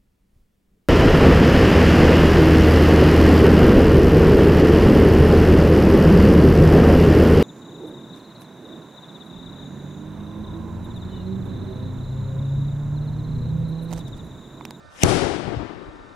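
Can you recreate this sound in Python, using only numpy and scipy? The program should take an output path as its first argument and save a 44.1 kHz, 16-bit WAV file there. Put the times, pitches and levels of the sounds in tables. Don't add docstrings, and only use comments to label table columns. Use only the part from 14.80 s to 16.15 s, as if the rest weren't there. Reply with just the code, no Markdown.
import sys
import numpy as np
from scipy import signal
from scipy.fft import rfft, irfft, next_fast_len
from scipy.io import wavfile
from scipy.ndimage import uniform_filter1d

SR = 44100
rng = np.random.default_rng(int(sys.argv[2]) if len(sys.argv) > 2 else 0)


def wav_record(signal):
    frames = np.transpose(np.atleast_2d(signal))
    bounded = np.clip(frames, -1, 1)
    quanta = np.round(bounded * 32767).astype(np.int16)
    wavfile.write(sys.argv[1], SR, quanta)


N = 59535
T = np.arange(N) / SR

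BANG_S = .2357
# arrival in seconds, push time constant in seconds,
# level in dB one time constant after arrival, recoil frequency in Hz.
FRONTS = [(.2357, .0005, 4, 150), (.2359, .001, 1, 125)]
RECOIL_DB, RECOIL_T60_S = -11, .14
CRACK_DB, CRACK_RISE_S, CRACK_FALL_S = -5, .0009, .0011
# frequency in Hz, relative level in dB per Hz.
CRACK_COLOUR = [(600, -49), (1300, -12), (2200, -8), (3100, 12.5), (4500, -26), (6000, 21), (7200, -17),
                (8500, 13.5), (10000, -19.5), (11800, 7.5), (13000, -37)]
# frequency in Hz, pan in dB.
CRACK_PAN = [(3000, 8), (8000, 4), (12000, 5)]
# time in seconds, peak level in dB.
GROUND_SPIKES = [(.2379, -5), (.2436, -16), (.2458, -20)]
SPIKE_S = .00005
BOOM_DB, BOOM_T60_S, BOOM_RISE_S, BOOM_TOP_HZ = -14, .13, .027, 269

# time in seconds, rms level in dB.
FLARE_LEVEL = [(.1, -64.5), (.15, -55.5), (.19, -46), (.21, -40.5), (.224, -29), (.231, -32.5),
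               (.236, -1.5)]
# frequency in Hz, relative level in dB per Hz.
FLARE_COLOUR = [(120, -10), (200, 4.5), (1050, -2.5), (1440, -20), (1540, -6), (1870, -4.5), (3210, 0),
                (4640, -13.5), (5060, -3.5), (11700, -15), (13000, -40)]
# frequency in Hz, pan in dB.
FLARE_PAN = [(300, 9), (1500, 23), (4000, 10.5), (8000, -1), (12000, 4)]

# time in seconds, relative level in dB.
ROLL_LEVEL = [(0.25, -17), (0.402, -22.5), (0.418, -21.5), (0.43, -20.5), (0.644, -33), (0.656, -29),
              (0.748, -29.5), (0.758, -37), (0.788, -34), (0.8, -27), (0.89, -40.5), (0.898, -33),
              (0.962, -38.5), (1.036, -38), (1.106, -43), (1.35, -48)]
# frequency in Hz, relative level in dB per Hz.
ROLL_COLOUR = [(88, -9), (150, -2.5), (237, -5.5), (304, -0.5), (380, -3), (475, -8), (780, -7),
               (986, -14.5), (1420, -16.5), (2500, -25), (3250, -52), (5500, -120)]
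# frequency in Hz, pan in dB.
ROLL_PAN = [(100, 19), (300, 24.4), (700, 24.7), (2000, 12.7)]
# frequency in Hz, correlation from 0 to 1.
ROLL_ALIKE = [(60, 0.24), (280, 1), (600, 0.98), (1300, .1)]
# frequency in Hz, slope in dB per second.
ROLL_DRIFT = [(150, -6.5), (400, 1.5), (800, -9.5), (2000, -14.5)]
# time in seconds, level in dB.
DEEP_LEVEL = [(0.26, -19.5), (0.308, -32.5), (0.404, -37.5), (0.456, -27.5), (0.492, -38), (0.508, -35.5),
              (0.638, -57), (0.656, -40.5), (0.712, -30.5), (0.732, -56.5), (0.77, -25.5), (0.936, -66),
              (0.966, -30), (0.996, -59), (1.082, -50), (1.178, -81.5), (1.198, -54), (1.35, -66)]
# frequency in Hz, relative level in dB per Hz.
DEEP_COLOUR = [(18, -13.5), (30, -1.5), (50, 3), (75, 16), (120, 14.5), (170, -6), (260, -73)]
# frequency in Hz, pan in dB.
DEEP_PAN = [(40, 1.8), (150, 12)]

# time in seconds, relative level in dB.
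TREES_LEVEL = [(0.245, -36), (0.279, -35), (0.291, -31), (0.567, -42.5), (0.573, -44), (0.901, -55.5),
               (0.95, -59)]
# frequency in Hz, relative level in dB per Hz.
TREES_COLOUR = [(400, -31.5), (900, -4.5), (1500, -4.5), (3000, -1), (5000, -3), (8000, -6), (11300, -7.5),
                (11900, -56.5)]
# frequency in Hz, pan in dB.
TREES_PAN = [(1000, 48), (2500, 11.5), (5000, 8), (10000, 3.5)]
# frequency in Hz, slope in dB per second.
TREES_DRIFT = [(1000, 24.5), (2500, 8.5), (5000, -7), (7000, -19.5), (9000, -24.5), (11500, -67)]
TREES_GAIN_DB, TREES_FADE_DB_PER_S = 3, -37.5

# centre in seconds, frequency in Hz, level of the envelope in dB.
THUMPS = [(0.086, 77, -48.5), (0.97, 69.5, -45), (1.085, 48.5, -38.5), (1.155, 53.3, -46),
          (1.212, 44, -44.5)]
THUMP_LONG_S, THUMP_PAN_DB = .019, -29
MOTOR_HZ, MOTOR_PAN_DB = 149.83, -11
# multiple of the motor frequency, rms level in dB, mean of both sides.
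WHINE = [(4, -66), (6, -70), (8, -61), (9, -62), (10, -64), (12, -63), (14, -77), (16, -77), (24, -72)]
# frequency in Hz, rms level in dB of each even multiple there.
BUZZ = [(3000, -89), (4500, -76.5), (6000, -83), (8000, -87), (11000, -99)]
# frequency in Hz, middle level of the envelope in dB.
TICK = [(2850, -84.5), (3825, -59), (4750, -78)]
TICK_S, TICK_GAP_S = .0265, 1.001 / 30
TICK_LONG_S, TICK_SCATTER_DB, TICK_PAN_DB = .0045, 2, -6
EVENING_DB = -54.5
# frequency in Hz, relative level in dB per Hz.
EVENING_COLOUR = [(15, -38.5), (25, 11.5), (422, -0.5), (625, 3.5), (750, 1), (975, -0.5), (1560, 2.5),
                  (2030, -9.5), (2700, -12), (3800, -16.5), (9250, -28.5), (12000, -39), (13000, -47)]
# frequency in Hz, correlation from 0 to 1.
EVENING_ALIKE = [(100, 0), (2000, 0), (5000, 1), (12000, .75)]

FULL, SQUEEZED, KNEE = 1.01, .39, 4
GRAB_S, LOUD = .0015, .72
COUPLING_HZ, TOP_HZ = 20, 13300


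def amp(db):
    return 10 ** (np.asarray(db) / 20)


def unit(x):
    return x / np.sqrt(np.mean(x ** 2) + 1e-20)


def along(points, hz):
    f, v = np.transpose(points)
    return np.interp(np.log(hz + 1), np.log(f + 1), v)


def level(rows):
    s, db = np.transpose(rows)
    return amp(np.interp(T, s, db, left=-150))


def level_from_bang(rows):
    return level([(BANG_S, rows[0][1])] + list(rows))


def sides(pan_db):
    g = amp(pan_db)
    return 2 * np.array([g, np.ones_like(g)]) / (1 + g)


def filtered(x, response):
    m = next_fast_len(N + SR // 2)
    return irfft(rfft(x, m) * response(np.fft.rfftfreq(m, 1 / SR)), m)[..., :N]


def rush(colour, alike, pan, patchy_db, slope=None):
    hz, t, z = signal.stft(rng.standard_normal((2, N)), SR, nperseg=256)
    field = uniform_filter1d(rng.standard_normal(z.shape[1:]), size=5, axis=0)
    field = uniform_filter1d(field, size=8, axis=1)
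    gain_db = patchy_db * unit(field)
    if slope is not None:
        gain_db = gain_db + along(slope, hz)[:, None] * np.maximum(t - BANG_S, 0)
    pair = signal.istft(z * amp(gain_db), SR, nperseg=256)[1][:, :N]

    def shared_and_opposed(f):
        angle = np.arccos(np.clip(along(alike, f), -1, 1)) / 2
        return amp(along(colour, f)) * np.array([np.cos(angle), np.sin(angle)])

    shared, opposed = filtered(pair, shared_and_opposed)
    both = filtered(np.array([shared + opposed, shared - opposed]), lambda f: sides(along(pan, f)))
    span = N if slope is None else SR // 3
    return both / np.sqrt(np.mean(both.mean(0)[:span] ** 2))


def pressure_front():
    arrive, length, level_db, recoil_hz = np.transpose(FRONTS)[..., None]
    u = np.maximum(T - arrive, 0) / length
    push = -amp(level_db) * u * (2 - u) * np.exp(1 - u)
    later = np.maximum(T - arrive - 2 * length, 0)
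    recoil = amp(RECOIL_DB - 60 * later / RECOIL_T60_S) * np.sin(2 * np.pi * recoil_hz * later)
    return push + recoil


def crackle():
    after, before = np.maximum(T - BANG_S, 0), np.maximum(BANG_S - T, 0)
    shape = np.exp(-after / CRACK_FALL_S - before / CRACK_RISE_S)
    return amp(CRACK_DB) * shape * rush(CRACK_COLOUR, [(100, 0.92)], CRACK_PAN, patchy_db=1)


def ground_reflections():
    return sum(amp(db) * np.exp(-((T - s) / SPIKE_S) ** 2) for s, db in GROUND_SPIKES)


def near_boom():
    t = np.maximum(T - BANG_S, 0)
    noise = rng.standard_normal((2, N))
    dull = filtered(noise, lambda f: 1 / (1 + (f / BOOM_TOP_HZ) ** 2) * f / (f + 40))
    rise = np.minimum(t / BOOM_RISE_S, 1) ** 2
    return amp(BOOM_DB - 60 * t / BOOM_T60_S) * rise * unit(dull)


def bang():
    return pressure_front() + crackle() + ground_reflections() + near_boom()


def flare():
    hiss = rush(FLARE_COLOUR, [(100, 0.3)], FLARE_PAN, patchy_db=-2)
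    return level(FLARE_LEVEL) * (T < FLARE_LEVEL[-1][0]) * hiss


def low_echoes():
    rise = np.clip((T - BANG_S) / .01, 0, 1) ** 2
    roll = rush(ROLL_COLOUR, ROLL_ALIKE, ROLL_PAN, patchy_db=1, slope=ROLL_DRIFT)
    deep = rush(DEEP_COLOUR, ROLL_ALIKE, DEEP_PAN, patchy_db=0)
    return rise * (level_from_bang(ROLL_LEVEL) * roll + level_from_bang(DEEP_LEVEL) * deep)


def tree_scatter():
    fade_db = TREES_GAIN_DB + TREES_FADE_DB_PER_S * np.maximum(T - TREES_LEVEL[-1][0], 0)
    scatter = rush(TREES_COLOUR, [(100, 0.15)], TREES_PAN, patchy_db=-0.2, slope=TREES_DRIFT)
    return (T > BANG_S) * amp(fade_db) * level_from_bang(TREES_LEVEL) * scatter


def thumps():
    mono = 0
    for s, hz, db in THUMPS:
        mono = mono + amp(db) * np.exp(-((T - s) / THUMP_LONG_S) ** 2) * np.sin(2 * np.pi * hz * (T - s))
    return sides(THUMP_PAN_DB)[:, None] * mono


def motor_whine():
    mono = 0
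    for multiple, db in WHINE:
        cycles = multiple * MOTOR_HZ * T + rng.random()
        mono = mono + np.sqrt(2) * amp(db) * np.sin(2 * np.pi * cycles)
    return sides(MOTOR_PAN_DB)[:, None] * mono


def motor_buzz():
    even_hz = 2 * MOTOR_HZ * np.arange(10, 38)
    cycles = even_hz[:, None] * T + rng.random((len(even_hz), 1))
    return np.sqrt(2) * amp(along(BUZZ, even_hz)) @ np.sin(2 * np.pi * cycles)


def motor_tick():
    frame = np.round((T - TICK_S) / TICK_GAP_S).astype(int)
    beat = np.exp(-((T - TICK_S - frame * TICK_GAP_S) / TICK_LONG_S) ** 2)
    sizes = rng.standard_normal((frame.max() + 2, len(TICK)))
    mono = 0
    for k, (hz, db) in enumerate(TICK):
        mono = mono + amp(db + TICK_SCATTER_DB * sizes[frame, k]) * beat * np.sin(2 * np.pi * hz * T)
    return sides(TICK_PAN_DB)[:, None] * mono


def evening_air():
    return amp(EVENING_DB) * rush(EVENING_COLOUR, EVENING_ALIKE, [(100, 0)], patchy_db=2.5)


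def scene():
    charge = flare() + bang() + low_echoes() + tree_scatter()
    evening = evening_air() + thumps()
    camera = motor_whine() + motor_buzz() + motor_tick()
    return charge + evening + camera


def record(dry):
    keep = np.exp(-1 / (GRAB_S * SR))
    smoothed = signal.lfilter([1 - keep], [1, -keep], np.abs(dry).max(0))
    loudest_yet = np.maximum.accumulate(smoothed)
    grab = np.clip(2 * (loudest_yet / LOUD - 1), 0, 1)
    ceiling = FULL + (SQUEEZED - FULL) * grab
    limited = dry / (1 + np.abs(dry / ceiling) ** KNEE) ** (1 / KNEE)
    coupled = filtered(limited, lambda hz: 1j * hz / (COUPLING_HZ + 1j * hz))
    return filtered(np.clip(coupled, -FULL, FULL), lambda hz: hz < TOP_HZ)


dry = scene()
out = record(dry)
wav_record(out)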